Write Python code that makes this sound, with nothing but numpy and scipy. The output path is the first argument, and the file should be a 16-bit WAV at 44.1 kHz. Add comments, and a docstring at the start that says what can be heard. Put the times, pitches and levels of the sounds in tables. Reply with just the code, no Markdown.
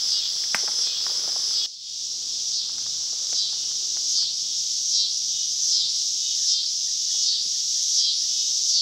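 """Cicadas in summer woodland

Heard from two spots in turn, the wood's edge and a glade, in mono. At each a near cicada buzzes and, about
every 0.8 s, squeezes out an accent: its clicks speed up while its abdomen's resonance slides down. Behind it:
a chorus and air of filtered noise, a far cicada and, in the glade, trills and a bird of gliding sines.
Ringing noise bursts and brushed noise are someone walking through dry grass; decaying modes are a twig's snap."""
import sys
import numpy as np
from scipy import signal
from scipy.fft import rfft, irfft, next_fast_len
from scipy.io import wavfile

SR = 44100
rng = np.random.default_rng(int(sys.argv[2]) if len(sys.argv) > 2 else 0)


def master_out(mix):
    """Clip the mix to full scale and print it as 16-bit PCM to the path in sys.argv[1]."""
    frames = np.transpose(np.atleast_2d(mix))
    ceiling = np.clip(frames, -1, 1)
    pcm = np.round(ceiling * 32767).astype(np.int16)
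    wavfile.write(sys.argv[1], SR, pcm)


N = 388521
T = np.arange(N) / SR


def undb(db):
    """Decibels to gain."""
    return 10 ** (np.asarray(db) / 20)


def unit(x):
    """Scale to rms 1."""
    return x / np.sqrt(np.mean(x ** 2))


def curve(rows):
    """Join (t/s, value) rows by straight lines."""
    return np.interp(T, *np.transpose(rows))


def add(out, start_s, x):
    """Mix x into out from start_s on."""
    i = int(np.clip(start_s * SR, 0, N - 1))
    out[i:i + len(x)] += x[:N - i]


def colour(x, response):
    """Filter by (f/Hz, level/dB) points; beyond the ends the response falls 20 dB per octave."""
    size = next_fast_len(N + 4096)
    octave = np.log2(np.arange(size // 2 + 1) * SR / size + 1)
    hz, db = np.transpose(response)
    beyond = np.abs(octave - np.clip(octave, np.log2(hz[0]), np.log2(hz[-1])))
    gain = undb(np.interp(octave, np.log2(hz), db) - 20 * beyond)
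    return irfft(rfft(x, size) * gain, size)[:N]


def walk(points_per_s):
    """Random points joined by lines, with a spread near 1."""
    return 1.2 * np.interp(T * points_per_s, np.arange(4096), rng.standard_normal(4096))


def woods(x, wet_db, t60_s, sway_hz=0.3535):
    """Direct sound plus the scatter from trunks and leaves, whose pattern shifts as they sway."""
    t = np.arange(SR // 2) / SR
    envelope = undb(-60 * t / t60_s) * np.clip(t / 0.0035, 0, 1)
    tails = rng.standard_normal((2, len(t))) * envelope
    one, other = (signal.oaconvolve(x, tail / np.linalg.norm(tail))[:N] for tail in tails)
    turn = 2 * np.pi * sway_hz * T
    wet = undb(wet_db)
    scatter = np.cos(turn) * one + np.sin(turn) * other
    return (x + wet * scatter) / np.hypot(1, wet)


# open-air spectrum, relative: f/Hz, level/dB (per Hz)
AIR_SPECTRUM = [(20, -12), (76, -5.5), (105, -4), (138, -1), (200, -6), (400, -11), (630, -14),
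                (900, -12.5), (1200, -16.5), (1800, -21)]


def air(level_db):
    """A faint low murmur of the open air: filtered noise with a drifting level."""
    drift_db = 1.2 * walk(5)
    return unit(colour(rng.standard_normal(N), AIR_SPECTRUM)) * undb(level_db + drift_db)


# chorus spectrum at each spot, relative: f/Hz, level/dB (per Hz)
EDGE_CHORUS_SPECTRUM = [(1800, -34), (2600, -28), (3300, -10), (4200, -9.5), (5300, 1.5), (6100, -6.5),
                        (6900, -15), (7700, -18), (8900, -36), (12500, -36.5), (15500, -33)]
GLADE_CHORUS_SPECTRUM = [(1800, -39), (2600, -26), (3300, -10), (3700, -6.5), (4200, -6.5), (5300, 2.5),
                         (5750, -2.5), (6700, -9.5), (7800, -16), (8900, -29.5), (10500, -36), (13000, -41),
                         (15500, -36.5)]


def chorus(spectrum, level_db, count=5):
    """Many cicadas blurred by the trees into a hiss, which throbs at several wandering click rates."""
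    throb = np.zeros(N)
    for _ in range(count):
        rate_hz = rng.uniform(230, 400) * (1 + .03 * walk(3))
        throb += np.cos(2 * np.pi * np.cumsum(rate_hz) / SR)
    hiss = rng.standard_normal(N) * (1 + 0.07 * throb)
    return unit(colour(hiss, spectrum)) * undb(level_db + 0.79 * walk(5.5))


# thin trills: f/Hz, flutter rate/(points per s), level/dB
TRILL_TONES = [(5830, 82, -38), (6380, 30, -58), (6690, 33, -61), (6770, 15, -51.5)]


def trills():
    """Distant insects that each hold one pitch, fluttering in strength and phase."""
    out = np.zeros(N)
    for hz, flutter, db in TRILL_TONES:
        wobble = walk(flutter) + 1j * walk(flutter)
        out += undb(db) * unit(np.real(wobble * np.exp(2j * np.pi * hz * T)))
    return out


def tymbals(rate_hz, ring_hz, rise_s, lag, scatter_db, jitter):
    """Two ribbed plates buckle in turn, each click ringing the hollow abdomen; returns ring and octave."""
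    phase = np.cumsum(rate_hz * (1 + jitter * walk(300))) / SR
    phase = phase + lag * np.cos(np.pi * phase)  # second plate slightly out of step: half-rate lines
    age_s = (phase % 1) / rate_hz
    size = undb(scatter_db * rng.standard_normal(8192))[phase.astype(int) % 8192]
    turn = 2 * np.pi * ring_hz * age_s
    envelope = size * age_s / rise_s * np.exp(-age_s / rise_s)
    return unit(envelope * np.sin(turn)), unit(envelope * np.sin(2 * turn))


# far cicada's accents: t/s, level/dB
FAR_ACCENT_LEVELS = [(1.9, -38), (3.62, -36.5), (4.498, -36.5), (5.392, -34), (6.28, -32), (7.181, -32.5),
                     (8.07, -35), (8.4, -32)]
# click rate at the first accent, and its slow rise
FAR_CLICK_HZ, FAR_RISE_HZ_PER_S = 365.7, 1.3


def far_cicada(width_s=0.098):
    """Only the low, tonal end of each accent carries this far; the click rate sags through each."""
    s, db = np.transpose(FAR_ACCENT_LEVELS)
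    since_s = T - s[:, None]
    loudness = undb(db) @ np.exp(-(since_s / width_s) ** 2)
    nearest_s = s[np.argmin(np.abs(since_s), axis=0)]
    sag = 1 - 0.055 * np.clip(T - nearest_s, -.2, .2)
    rate_hz = (FAR_CLICK_HZ + FAR_RISE_HZ_PER_S * (T - s[0])) * sag
    ring, _ = tymbals(rate_hz, 3400, 0.00031, lag=0.0059, scatter_db=2.0, jitter=0.00343)
    response = [(2000, -24), (2600, -9), (2950, 1), (3350, 0.5), (3700, 7.5), (4400, -9), (6000, -12)]
    return woods(unit(colour(ring, response)) * loudness, wet_db=-7.5, t60_s=0.25)


def note(length_s, from_hz, to_hz, arch_hz=0):
    """One pure gliding note that swells and fades, its pitch arching over the middle."""
    u = np.linspace(0, 1, int(length_s * SR))
    swell = np.sin(np.pi * u)
    pitch_hz = from_hz + (to_hz - from_hz) * u + arch_hz * swell
    return swell * np.sin(2 * np.pi * np.cumsum(pitch_hz) / SR)


# falling whistles: t/s, level/dB (peak, before scatter)
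WHISTLE_STARTS = [(5.55, -60), (6.33, -54)]
WHISTLE_S, WHISTLE_FROM_HZ, WHISTLE_TO_HZ = .16, 2050, 1550
# even row of rising chirps, each fainter than the last
CHIRP_FIRST_S, CHIRP_EVERY_S, CHIRP_S = 6.858, .2245, 0.051
CHIRP_FROM_HZ, CHIRP_TO_HZ, CHIRP_ARCH_HZ = 1680, 1907, 90
CHIRP_DB, CHIRP_STEP_DB = -50.5, -0.36


def bird(count=7):
    """A small bird: two falling whistles, then a row of short rising chirps, all gliding sines."""
    out = np.zeros(N)
    for s, db in WHISTLE_STARTS:
        add(out, s, undb(db) * note(WHISTLE_S, WHISTLE_FROM_HZ, WHISTLE_TO_HZ))
    for k in range(count):
        chirp = note(CHIRP_S, CHIRP_FROM_HZ, CHIRP_TO_HZ, CHIRP_ARCH_HZ)
        add(out, CHIRP_FIRST_S + k * CHIRP_EVERY_S, undb(CHIRP_DB + k * CHIRP_STEP_DB) * chirp)
    return woods(out, wet_db=1.0, t60_s=0.37)


# clothing swishes: middle t/s, length/s, level/dB
CLOTH_SWISHES = [(1.35, 0.53, -59), (2.245, 0.47, -64.5), (3.9, 0.62, -63.5), (5.88, 0.66, -68),
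                 (8.55, 0.6, -67.5)]


def clothing(rest_db=-75):
    """Cloth slides on cloth as the walker shifts: noise swells, over a faint floor from the second on."""
    s, length_s, db = np.transpose(CLOTH_SWISHES)
    swells = undb(db) @ np.exp(-(2 * (T - s[:, None]) / length_s[:, None]) ** 4)
    sliding = swells + undb(rest_db) * (T > s[1])
    response = [(150, -7), (280, -0.5), (450, 0.5), (650, -10.5), (1200, -10.0)]
    return unit(colour(rng.standard_normal(N), response)) * sliding


# twig's modes, relative: f/Hz, level/dB, t60/s
TWIG_MODES = [(227, -22, 0.027), (814, -8.5, 0.011), (1590, -9, 0.016), (1970, 10, 0.0035),
              (2360, 0, 0.004)]
SNAP_S, SNAP_DB = .5462, -5.5  # dB: knock peak before bass cut and scatter


def snap():
    """A twig breaks close by: decaying modes make a woody knock, a noise burst a bright splintering."""
    out, t = np.zeros(N), np.arange(SR // 4) / SR
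    modes = sum(undb(db - 60 * t / t60_s) * np.sin(2 * np.pi * hz * t) for hz, db, t60_s in TWIG_MODES)
    knock = modes * (1 - np.exp(-t / 0.00068))
    splinters = rng.standard_normal(len(t)) * undb(-21.5 - 60 * t / 0.1)
    add(out, SNAP_S, splinters)
    out = colour(out, [(1000, 5.0), (3000, -2.5), (8300, 1.5), (9500, -11), (15000, -15)])
    add(out, SNAP_S, undb(SNAP_DB) * knock / np.abs(knock).max())
    return out


CRACK_CYCLES = 44  # fibre noise falls 60 dB in this many cycles of the pitch


def crack(hz):
    """A stalk gives way at once, then its last fibres tear; thick, low stalks take longer."""
    t = np.arange(SR // 8) / SR
    tearing = rng.standard_normal(len(t)) * undb(-60 * t * hz / CRACK_CYCLES)
    fibres = 14 * (t == 0) + tearing
    x = signal.lfilter(*signal.iirpeak(hz, 1.3, fs=SR), fibres)
    x = signal.lfilter(*signal.butter(2, min(1.37 * hz, SR / 3), fs=SR), x)
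    return x / np.abs(x).max()


# loudest stalks, underfoot and against clothing: t/s, level/dB (peak, before bass cut and scatter), f/Hz
STALK_CRACKS = [(.439, -27, 2133), (.632, -33, 476), (.678, -23, 1410), (.684, -25.5, 839),
                (1.066, -21.5, 1264), (1.098, -31.5, 860), (1.278, -29, 566), (1.361, -30.5, 798),
                (1.509, -34, 1401), (2.695, -37.5, 1170), (2.783, -37, 1400), (2.864, -35.5, 1100),
                (3.13, -40, 668), (3.328, -36, 511), (3.329, -28.5, 1820), (3.53, -39, 980),
                (3.714, -39, 1172), (3.97, -32, 1250), (4.184, -39, 1220), (4.226, -39, 1350),
                (6.641, -38, 2380), (7.149, -42.5, 640), (7.454, -49, 280)]
# brushed-grass response: f/Hz, level/dB
GRASS_RESPONSE = [(100, -23), (250, -7), (420, 0.5), (800, -4), (1300, -1), (2200, -6.5), (5000, -17.5),
                  (15000, -30)]
# brushing at each spot, before footfalls' trims and the glade's fade: t/s, level/dB
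EDGE_BRUSH_LEVEL = [(0.0, -57.5), (0.5, -59.5), (0.698, -52.5), (0.97, -56), (1.186, -51.5), (1.498, -59.5),
                    (1.62, -56)]
GLADE_BRUSH_LEVEL = [(2.1, -73), (2.23, -64), (3.37, -55), (4.34, -68.5), (6.02, -67), (6.26, -70),
                     (7.66, -67.5), (8.2, -69)]
# random lesser stalks: density, greatest level over the brushing, pitch range
SMALL_CRACKS_PER_S, SMALL_CRACK_DB, SMALL_LOW_HZ, SMALL_HIGH_HZ = 9, 14.5, 450, 2100


def footfalls(edge_trim_db=4, glade_trim_db=1, count=160):
    """Stalks crack over a crackle of brushed grass; harder brushing, louder small cracks; a twig snaps."""
    edge_brush = undb(curve(EDGE_BRUSH_LEVEL) + edge_trim_db)
    glade_brush = undb(curve(GLADE_BRUSH_LEVEL) + curve(GLADE_FADE_LEVEL) + glade_trim_db)
    brush = np.where(T < MOVE_S, edge_brush, glade_brush)
    blade_size = undb(2.3 * np.minimum(rng.exponential(size=N), 6))
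    blades = rng.standard_normal(N) * (rng.random(N) < .08) * blade_size  # sparse impulses
    out = snap()
    for s, db, hz in STALK_CRACKS:
        add(out, s, undb(db) * crack(hz))
    for k, (when, pitch, size) in enumerate(rng.random((count, 3))):
        s = (k + 2 * when) / SMALL_CRACKS_PER_S
        gain = np.interp(s, T, brush, right=0) * undb(SMALL_CRACK_DB + 17 * (size - 1.0))
        hz = SMALL_LOW_HZ * (SMALL_HIGH_HZ / SMALL_LOW_HZ) ** pitch
        add(out, s, gain * crack(hz))
    out = signal.lfilter(*signal.butter(2, 130, "high", fs=SR), out)  # thin stalks radiate no bass
    return woods(out, wet_db=-13.5, t60_s=0.3) + unit(colour(blades, GRASS_RESPONSE)) * brush


# effort builds up to an accent, holds, lets go
BUILD_S, HOLD_S, LET_GO_S = .07, .112, .022
# stretch starts before the accent, creeps back after the hold
STRETCH_LEAD_S, RECOVER_S = 0.04004, 0.05505


def squeeze(accent_s):
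    """Effort and stretch of the abdomen, both 0-1, around each accent."""
    since_s = T - accent_s[:, None]
    after_s = np.maximum(since_s - HOLD_S, 0)
    effort = np.exp(np.minimum(since_s, 0) / BUILD_S - after_s / LET_GO_S)
    pull = np.clip((since_s + STRETCH_LEAD_S) / (HOLD_S + STRETCH_LEAD_S), 0, 1) ** .85
    stretch = pull * np.exp(-after_s / RECOVER_S)
    return effort.max(axis=0), stretch.max(axis=0)


# accents at each spot: t/s, buzz level/dB (glade: before its fade), swell strength/1
EDGE_ACCENT_ROWS = [(.118, -28.5, 0.81), (.838, -27.5, 0.58), (1.54, -28, 0.38)]
GLADE_ACCENT_ROWS = [(1.7, -31, .81), (2.535, -29.5, 1), (3.364, -27, 1), (4.16, -25, 0.88),
                     (4.943, -24.5, 1), (5.735, -23, 0.85), (6.495, -24, 0.92), (7.25, -23.2, 0.74),
                     (7.993, -22, 0.74), (8.735, -22.5, 0.89)]
# response of each near cicada's body: f/Hz, level/dB
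EDGE_BODY_RESPONSE = [(1500, -53), (2500, -14), (3000, -5), (3400, 2), (3900, -6.5), (4500, -3),
                      (5200, 2.5), (6200, 0.5), (6900, -9), (7700, 1.5), (8300, -2.5), (9200, -29)]
GLADE_BODY_RESPONSE = [(1500, -43), (2500, -23.5), (3200, -1), (3650, 0.5), (4300, -0.5), (5300, 0.5),
                       (5750, 2.5), (6200, 1), (6700, 1), (7300, -2.5), (8300, -5), (9200, -23)]
# abdomen's resonance at rest and fully stretched, before each cicada's tuning factor
REST_HZ, STRETCHED_HZ = 5810, 4106
REST_RATE_SHARE = .66  # resting click rate / full-effort rate
# effort swells the buzz; stretch damps it, and chokes the overtone while effort lasts
EFFORT_DB, STRETCH_DB, OVERTONE_STRETCH_DB = 8, -7.5, -35.5
# full-effort click rate at the first accent, before the stretch's slight slowing; its slow rise
EDGE_CLICK_HZ, GLADE_CLICK_HZ, CLICK_RISE_HZ_PER_S = 419, 394.6, 2.1


def near_cicada(accents, click_hz, body, tuning, rise_s, unsteady, overtone_db, wet_db, t60_s):
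    """Effort speeds the clicks and swells the buzz; stretch lowers the resonance and damps its overtone."""
    s, db, swell = np.transpose(accents)
    effort, stretch = squeeze(s)
    share = REST_RATE_SHARE + (1 - REST_RATE_SHARE) * effort
    full_rate_hz = click_hz + CLICK_RISE_HZ_PER_S * (T - s[0])
    rate_hz = share * full_rate_hz * (1 - .012 * stretch ** 4)
    ring_hz = tuning * (REST_HZ + (STRETCHED_HZ - REST_HZ) * stretch)
    jitter = unsteady + .042 * np.maximum(1 - share, 0)  # slack clicks rasp; at full speed they lock into a tone
    ring, octave = tymbals(rate_hz, ring_hz, rise_s, lag=0.0097, scatter_db=1.66, jitter=jitter)
    response = [(8000, -5), (9300, 7.0), (10500, 2.5), (11700, -4), (12300, -1), (13200, -10)]
    overtone = unit(colour(octave, response))
    choked_db = overtone_db + OVERTONE_STRETCH_DB * stretch * np.sqrt(effort)
    buzz = unit(colour(ring, body)) + undb(choked_db) * overtone
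    accent_db = np.interp(T, s, swell) * (EFFORT_DB * effort + STRETCH_DB * stretch ** 2)
    level_db = np.interp(T, s, db) + accent_db + 0.5 * walk(25)
    return woods(buzz * undb(level_db), wet_db, t60_s)


MOVE_S = 1.662  # edge cuts to glade
# glade's fade-in: t/s, level/dB
GLADE_FADE_LEVEL = [(1.66, -13), (1.78, -15), (1.9, -8), (2.03, -3.5)]
# glade's air murmur, before scene's trim and the fade: t/s, level/dB
GLADE_AIR_LEVEL = [(2.1, -65.5), (2.8, -61.5), (3.42, -64), (8.7, -68.5)]


def scene():
    """The wood's edge cuts off and the glade fades in; the walker is heard at both."""
    edge = air(level_db=-61.5) + chorus(EDGE_CHORUS_SPECTRUM, level_db=-29)
    edge = edge + near_cicada(EDGE_ACCENT_ROWS, EDGE_CLICK_HZ, EDGE_BODY_RESPONSE, tuning=0.91, rise_s=0.00017,
                              unsteady=.002, overtone_db=-26, wet_db=8.5, t60_s=0.26)
    glade = air(level_db=curve(GLADE_AIR_LEVEL) + 7.5)
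    glade = glade + chorus(GLADE_CHORUS_SPECTRUM, level_db=curve([(2, -27), (5, -26), (8.8, -24.5)]))
    glade = glade + trills() + far_cicada() + bird()
    glade = glade + near_cicada(GLADE_ACCENT_ROWS, GLADE_CLICK_HZ, GLADE_BODY_RESPONSE, tuning=0.99,
                                rise_s=0.00018, unsteady=0.00349, overtone_db=-29.0, wet_db=1, t60_s=0.21)
    spots = np.where(T < MOVE_S, edge, glade * undb(curve(GLADE_FADE_LEVEL)))
    mono = spots + clothing() + footfalls()
    return np.array([mono, mono])


TOP_HZ = 15750


def record(dry):
    """A steep cut of the top: tenth-order elliptic low-pass."""
    return signal.sosfilt(signal.ellip(10, .2, 80, TOP_HZ, fs=SR, output="sos"), dry)


dry = scene()
out = record(dry)
master_out(out)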